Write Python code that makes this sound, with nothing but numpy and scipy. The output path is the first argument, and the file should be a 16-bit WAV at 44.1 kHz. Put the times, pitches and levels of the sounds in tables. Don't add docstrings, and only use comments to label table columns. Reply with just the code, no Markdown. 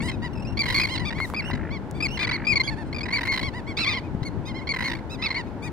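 import sys
import numpy as np
from scipy import signal
from scipy.fft import rfft, irfft, next_fast_len
from scipy.io import wavfile
from scipy.ndimage import uniform_filter1d, map_coordinates

SR = 44100
rng = np.random.default_rng(int(sys.argv[2]) if len(sys.argv) > 2 else 0)


def dump(signal):
    limited = np.clip(np.atleast_2d(signal).T, -1, 1)
    pcm = np.round(limited * 32767).astype(np.int16)
    wavfile.write(sys.argv[1], SR, pcm)


N = 252252


def amp(db):
    return 10 ** (np.asarray(db) / 20)


def unit(x):
    return x / np.sqrt(np.mean(x ** 2) + 1e-20)


def along(points, hz):
    knots_hz, values = np.transpose(points)
    return np.interp(np.log(hz + 1), np.log(knots_hz), values)


def wobble(n, knots_per_s):
    knots = rng.standard_normal(int(n * knots_per_s / SR) + 4)
    return map_coordinates(knots, [1 + np.arange(n) * knots_per_s / SR])


def filtered(x, gain):
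    n = x.shape[-1]
    size = next_fast_len(2 * n)
    return irfft(rfft(x, size) * gain(np.fft.rfftfreq(size, 1 / SR)), size)[..., :n]


def band(hz, low_hz, high_hz, order):
    return 1 / np.sqrt((1 + (low_hz / (hz + 1)) ** (2 * order)) * (1 + (hz / high_hz) ** (2 * order)))


def band_noise(shape, low_hz, high_hz, order):
    return filtered(rng.standard_normal(shape), lambda f: band(f, low_hz, high_hz, order))


def gate(n, rise_s, fall_s):
    t = np.arange(n) / SR
    rise = np.sin(np.pi / 2 * np.minimum(t / rise_s, 1))
    fall = np.sin(np.pi / 2 * np.minimum(t[::-1] / fall_s, 1))
    return rise * fall


def add(track, start_s, sound):
    part = track[:, max(round(start_s * SR), 0):][:, :sound.shape[-1]]
    part += sound[..., :part.shape[-1]]


# frequency in Hz, relative density in dB.
WASH_SPECTRUM = [(15, -55), (25, -10.5), (86, 0), (204, -5), (313, -5.5), (445, -13.5), (782, -18),
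                 (871, -13.5), (1200, -26), (1450, -24), (2850, -38), (15500, -65)]
# frequency in Hz, left-right correlation.
WASH_CORRELATION = [(100, 0.22), (330, 0.88), (620, 0.86), (1100, 0.68), (2000, 0.25), (6000, 0.072)]
# time in seconds, relative level in dB.
WIND_LEVELS = [(0.0, -26), (0.16, -30.5), (5.72, -35.5)]


def surf_and_wind(surf_db=-33.5, gust_db=2.0, gusts_per_s=22.137):
    def mid_side_gain(hz):
        angle = np.arccos(np.clip(along(WASH_CORRELATION, hz), -1, 1)) / 2
        return amp(along(WASH_SPECTRUM, hz)) * [np.cos(angle), np.sin(angle)]

    mid, side = filtered(rng.standard_normal((2, N)), mid_side_gain)
    wash = unit(np.array([mid + side, mid - side]))
    bass = filtered(wash, lambda f: band(f, 1, 250, order=3))
    wind_db = np.interp(np.arange(N) / SR, *np.transpose(WIND_LEVELS)) + 0.5
    wind = unit(bass * amp(gust_db * wobble(N, gusts_per_s)) * amp([[0], [-7]]))
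    return amp(surf_db) * (wash - bass) + amp(wind_db) * wind


# frequency in Hz, left over right in dB,
# left phase lead in radians.
MIC_RESPONSE = [(990, 1, -1), (1685, -9, -1.5), (2360, 5.5, 1.5), (2347, 11, 2.1), (2947, -11, -3.5),
                (3776, -2, 2.5), (4180, -6.5, 1.5), (5200, -1, 0.31), (6060, 3.5, 2), (8000, 2, 1.43),
                (12000, -0.5, 1.6)]


def mic_gains(hz):
    knots_hz, lean_db, lead_rad = np.transpose(MIC_RESPONSE)
    lean = amp(np.interp(hz, knots_hz, lean_db))
    turn = np.exp(.5j * np.interp(hz, knots_hz, lead_rad))
    return np.array([lean * turn, 1 / turn]) * np.sqrt(2 / (1 + lean ** 2))


# frequency in Hz, gain in dB.
THROAT_RESPONSE = [(980, -7.5), (1300, -14.5), (2200, -0.5), (3300, -7.5), (4500, -6), (5300, -15),
                   (6500, -26), (8500, -31.5), (15000, -46)]


def syrinx(pitch_hz, db, upper_db, odd_db, jitter, shimmer_db, hiss_db, shrill_db=0):
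    n, k = len(pitch_hz), np.arange(1, 15)[:, None]
    phase = 2 * np.pi * np.cumsum(pitch_hz * (1 + jitter * wobble(n, 595))) / SR
    hz = k * pitch_hz
    level_db = db + along(THROAT_RESPONSE, hz) + upper_db * (k > 2)
    level_db += odd_db * (k % 2) * np.where(k > 1, 1, .35)
    level_db += (hz > 6000) * (shrill_db + rng.normal(0, 3, k.shape) - .5 * (db + upper_db + 36))
    pan_db = rng.normal(0, 1.65, k.shape) * np.array([1, -1])[:, None, None]
    phasors = np.exp(1j * (k * phase + rng.uniform(0, 2 * np.pi, k.shape)))
    harmonics = np.real(mic_gains(hz) * amp(pan_db) * phasors)
    level_db += shimmer_db * np.tanh(wobble(n, 433.5))
    tone = np.sqrt(2) * np.sum(amp(level_db) * harmonics, axis=1)

    def air_gain(f):
        bill_db = 1.9 * upper_db * np.clip((f - 2400) / 900, 0, 1)
        return amp(along(THROAT_RESPONSE, f) + bill_db) * band(f, 1140, SR, order=3) * mic_gains(f)

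    air = unit(filtered(rng.standard_normal(n), air_gain))
    return tone + amp(db + hiss_db) * air


def grate(length_s, hz, db, upper_db, rasp_db=-8):
    n = int(length_s * SR)
    rough = np.interp(hz, [1020, 1200], [1, .25])
    pitch_hz = hz * (1 + 0.046 * (.5 - np.linspace(-1, 1, n) ** 2))
    cry = syrinx(pitch_hz, db, upper_db, odd_db=-5 / rough, jitter=.03 * rough,
                 shimmer_db=2 * rough, hiss_db=-12 + 20 * np.log10(rough))
    rasp = unit(band_noise(n, 1520, 2140, order=7))
    return (cry + rough * amp(db + rasp_db) * rasp) * gate(n, .002, .007)


# first and last pulse in seconds, pulse count, stretch of the first gap as a
# fraction, pitch in Hz, source level in dB, drop by the end in dB, upper harmonic gain in dB.
TERN_TRILLS = [(.008, 0.024, 2, 0, 1100, -29, 4, -7.5), (0.101, .119, 2, 0, 1000, -35, 1.5, 0),
               (.338, 0.531, 9, -0.17, 1310, -43.5, 2.5, 5.5), (0.64, .729, 5, .35, 1000, -28, 0, -1),
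               (.75, .892, 9, 0, 1090, -25.5, 11, 2), (0.963, 1.003, 3, -0.02, 1046, -33, 7.5, 5.5),
               (1.112, 1.132, 2, 0.2, 1000, -31, 2, -5.5), (1.518, 1.577, 4, 0, 977, -32, 18, -4),
               (2.178, 2.252, 5, 0, 1043, -29.5, -5, 1), (2.278, 2.34, 4, 0, 1020, -23.5, 5.5, -3),
               (2.935, 3.037, 6, -0.36, 1153, -31.5, -2, 2.5), (3.062, 3.163, 5, 0.06, 990, -30, 2, -6),
               (3.191, 3.278, 5, 0.5, 989, -25.5, 1, -5.5), (3.324, 3.432, 7, 0.25, 993, -28, 1, 0.5),
               (3.775, 3.996, 12, -0.04, 1083, -31.5, 11, 2.5), (4.744, 4.831, 5, 0.4, 979, -26.5, 2, -6.5),
               (4.848, 4.992, 9, 0, 977, -27.5, 18, -3.5), (5.223, 5.349, 7, 0.14, 1029, -35.5, -3, -2.5)]


def chatter(settle_pulses=2.3, fade_power=3.4, duty=0.68):
    out = np.zeros((2, N))
    for first_s, last_s, count, stretch, hz, db, fade_db, upper_db in TERN_TRILLS:
        span_s = last_s - first_s
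        gaps_s = 1 + stretch * np.exp(-np.arange(round(count)) / settle_pulses)
        gaps_s *= span_s / gaps_s[:-1].sum()
        offsets_s = np.cumsum(gaps_s) - gaps_s
        scatter = rng.standard_normal((len(gaps_s), 3)) * [.045, 1.6, .0013]
        for offset_s, gap_s, (detune, accent_db, late_s) in zip(offsets_s, gaps_s, scatter):
            level_db = db - fade_db * (offset_s / span_s) ** fade_power + accent_db
            length_s = duty * gap_s
            pulse = grate(length_s, hz * (1 + detune), level_db, upper_db)
            add(out, first_s + offset_s + late_s - length_s / 2, pulse)
    return out


def note(length_s, top_hz, db, upper_db, shrill_db, odd_db, crest, bend_per_s):
    n = int(length_s * SR)
    arch = 1 - bend_per_s * length_s * (np.linspace(0, 1, n) - crest) ** 2
    pitch_hz = top_hz * arch * (1 + .012 * wobble(n, 110))
    effort = np.clip((db + 43) / 12, 0, 1)
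    hoarse = effort * np.clip(1 + odd_db / 50, .2, 1)
    cry = syrinx(pitch_hz, db, upper_db, odd_db, jitter=.005 + .009 * hoarse,
                 shimmer_db=1.7 + 2.2 * hoarse, hiss_db=-29 + 13 * hoarse, shrill_db=shrill_db)
    sag_db = 22 * (arch - arch.mean())
    edge_s = .022 - .018 * effort
    return cry * amp(sag_db) * gate(n, edge_s, edge_s)


# start and end in seconds, top pitch in Hz, source level in dB,
# upper harmonic gain in dB, shrillness above 6 kHz in dB.
TERN_YELPS = [(0.013, .108, 990, -37.5, -3.5, 12), (0.075, 0.11, 1074, -33.5, -1.5, -2),
              (0.113, 0.163, 1290, -46, 0, -1), (0.219, 0.283, 996, -34, -9, -0.5),
              (0.661, 0.754, 1070, -36, -2, -6), (.889, .974, 1054, -35, 1, 3.5),
              (0.99, 1.052, 992, -35, -11.5, 1.5), (1.049, 1.102, 1205, -33.5, 1, 0),
              (1.137, 1.232, 1130, -41, -6.5, -1), (1.701, 1.787, 1150, -40, -5.5, -8),
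              (1.937, 2.003, 1196, -50, -1, 1), (2.189, 2.253, 1233, -32.5, -1, 3),
              (2.69, 2.752, 906, -37.5, -13, -0.5), (2.763, 2.84, 920, -37.5, -16, 1),
              (3.422, 3.498, 1127, -34, -2.5, 0), (3.529, 3.611, 984, -37, -11, -0.5),
              (3.663, 3.735, 1132, -39.5, -5.5, -3), (3.768, 3.851, 1365, -30.5, 2.5, 2),
              (3.86, 3.954, 1245, -30.5, 1.5, -2), (3.927, 3.994, 1084, -31, -5.5, -7),
              (4.023, 4.091, 1250, -51, -12, -4), (4.45, 4.506, 1262, -48, 8.5, -0.5),
              (4.468, 4.529, 1077, -42.5, -2.5, -6), (4.54, 4.611, 1085, -40, -2.5, -6),
              (4.6, 4.644, 1080, -42.5, -12, -3), (5.093, 5.165, 1320, -42.5, 4.5, 5),
              (5.179, 5.242, 1036, -41.5, -8, -4), (5.221, 5.273, 1309, -28.5, 2, -5),
              (5.357, 5.421, 992, -33.5, -9.5, 0.5), (5.619, 5.692, 1245, -40.5, -4.5, 8.5),
              (5.644, 5.699, 969, -41, -16, -4)]


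def yelps():
    out = np.zeros((2, N))
    for start_s, end_s, hz, db, upper_db, shrill_db in TERN_YELPS:
        yelp = note(end_s - start_s, hz, db, upper_db, shrill_db, odd_db=0.5, crest=.48, bend_per_s=8.5)
        add(out, start_s, yelp)
    return out


# start and end in seconds, top pitch before the leap in Hz, crest as a fraction of
# the length, source level in dB, upper harmonic gain in dB, shrillness in dB, opening grate gain.
TERN_SHRIEKS = [(0.464, .504, 1400, .44, -41, 9, -13, 0.1), (0.59, 0.625, 1178, .25, -25.5, 6, 9.5, 0.48),
                (0.747, 0.795, 1099, 0.46, -25, 3, 4, 0.1), (0.795, .862, 1229, .34, -25, 0.5, -1, 0.8),
                (1.2, 1.26, 1085, .37, -27.5, -7.5, -2, .45),
                (1.362, 1.413, 1240, .22, -26.5, -2.5, 0.5, 0.63),
                (1.44, 1.515, 1454, 0.54, -34, -2, 5.5, 0.9), (2.022, 2.072, 1270, 0.21, -24.5, 1, 7, 0.85),
                (2.102, 2.175, 1473, .53, -32.5, 2, 6.5, 1),
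                (2.325, 2.371, 1132, .3, -28.5, -0.5, -3.5, 0.13),
                (2.467, 2.542, 1259, .4, -21.5, -0.5, 5, .25),
                (2.555, 2.584, 1145, 0.19, -21, 0, 4.5, 0.18), (2.597, 2.619, 1070, 0.5, -20.5, 1, 2, 0.06),
                (2.634, 2.676, 1687, .6, -28.5, 13, 4.5, 0.07), (2.674, 2.702, 1118, 0.35, -28.5, 4, 5, 0),
                (3.124, 3.179, 1160, .45, -24.5, 0.5, 5.5, 0.1),
                (3.277, 3.331, 1091, 0.4, -24, -5, -1.5, 0.26), (3.32, 3.357, 1087, .35, -28, 2, 1, 0),
                (3.817, 3.868, 1303, 0.099, -26.5, -4, -6, 0.3),
                (3.868, 3.91, 1160, 0.097, -26.5, -3, -5, 0),
                (4.247, 4.292, 1104, 0.4, -39, 5.5, 5.5, 0.62),
                (4.689, 4.727, 1143, 0.365, -26.5, 2, 2, 0.45),
                (4.838, 4.898, 1090, 0.354, -29, -0.5, 2, 0.55),
                (5.258, 5.28, 1131, 0.24, -26, 0.5, -9, 0.2),
                (5.303, 5.32, 1070, 0.68, -24, 0.5, -10, 0.15), (5.349, 5.387, 1105, 0.54, -28.5, 0, -7, 0)]


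def shrieks(leap_s=.028, grate_s=.015, grate_lead_s=.011):
    out = np.zeros((2, N))
    for start_s, end_s, hz, crest, db, upper_db, shrill_db, grate_gain in TERN_SHRIEKS:
        length_s = end_s - start_s
        t = np.arange(int(length_s * SR)) / SR
        odd_db = np.interp(np.minimum(t, t[::-1]), [0, leap_s], [-12, -48])
        add(out, start_s, note(length_s, hz, db, upper_db, shrill_db, odd_db, crest, bend_per_s=6.5))
        opening = grate_gain * grate(grate_s, .92 * hz, db, upper_db)
        add(out, start_s - grate_lead_s - grate_s / 2, opening)
    return out


# start and end in seconds, level in dB.
HISS_BURSTS = [(0.619, 0.915, -44.5), (1.177, 1.351, -52), (3.143, 3.489, -52.5), (4.694, 5.012, -55.5)]


def hisses(pulses):
    out = np.zeros((2, N))
    envelope = np.abs(uniform_filter1d(np.abs(pulses[0]), size=180))
    for start_s, end_s, db in HISS_BURSTS:
        n, half_s = int((end_s - start_s) * SR), (end_s - start_s) / 2
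        surge = np.minimum(envelope[int(start_s * SR):][:n], .025) + 0.0039
        hiss = unit(surge * band_noise((2, n), 3000, 12500, order=4))
        add(out, start_s, amp(db) * hiss * gate(n, half_s, half_s))
    return out


# start in seconds, level in dB, ring frequency in Hz.
TAP_HITS = [(1.2023, -12.5, 1340), (1.3007, -20, 1180), (1.3379, -14, 1010), (1.5025, -15, 920),
            (1.912, -24.5, 7300), (4.149, -11.5, 175), (4.22, -11.5, 133)]


def taps(crack_db=-39.5, crack_decay_s=0.0011):
    out, t = np.zeros((2, N)), np.arange(SR // 20) / SR
    for start_s, db, hz in TAP_HITS:
        ring = amp(db) * np.sin(2 * np.pi * hz * t) * np.exp(-t * hz)
        crack = amp(crack_db) * rng.standard_normal((2, len(t))) * np.exp(-t / crack_decay_s)
        add(out, start_s, ring + crack if hz > 500 else np.outer([1, .35], ring))
    return out


# start and end in seconds, puffs per second, level in dB.
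RATTLE_TRAINS = [(1.415, 1.70, 51.6, -36), (2.213, 2.45, 49.5, -32.5)]


def rattles(puff_s=0.015):
    out, n = np.zeros((2, N)), int(puff_s * SR)
    for start_s, end_s, puffs_per_s, db in RATTLE_TRAINS:
        for onset_s in np.arange(start_s, end_s, 1 / puffs_per_s):
            puff = unit(band_noise(n, 1400, 2080, order=7))
            add(out, onset_s, amp(db) * puff * gate(n, 0.011, 0.014))
    return out


def far_birds(count=12, db=-58):
    out, n = np.zeros((2, N)), SR // 14
    arch = 1 - .16 * np.linspace(-1, 1, n) ** 2
    for start_s, hz in rng.uniform([0, 900], [N / SR, 1300], (count, 2)):
        cry = syrinx(hz * arch, db, upper_db=0, odd_db=0, jitter=0, shimmer_db=0.91, hiss_db=-40)
        add(out, start_s, cry * np.hanning(n))
    return out


def beach_scatter(x, t60_s=0.43, wet_db=-21):
    t = np.arange(SR // 2) / SR
    tail = rng.standard_normal((2, len(t))) * amp(-60 * t / t60_s)
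    tail /= np.linalg.norm(tail[0])
    return x + amp(wet_db) * signal.fftconvolve(x, tail, axes=1)[:, :N]


def scene():
    pulses = chatter()
    flock = yelps() + shrieks() + pulses + rattles() + taps() + hisses(pulses) + far_birds()
    return beach_scatter(flock) + surf_and_wind()


def record(dry, cutoff_hz=15830):
    return filtered(dry, lambda hz: hz < cutoff_hz)


dry = scene()
out = record(dry)
dump(out)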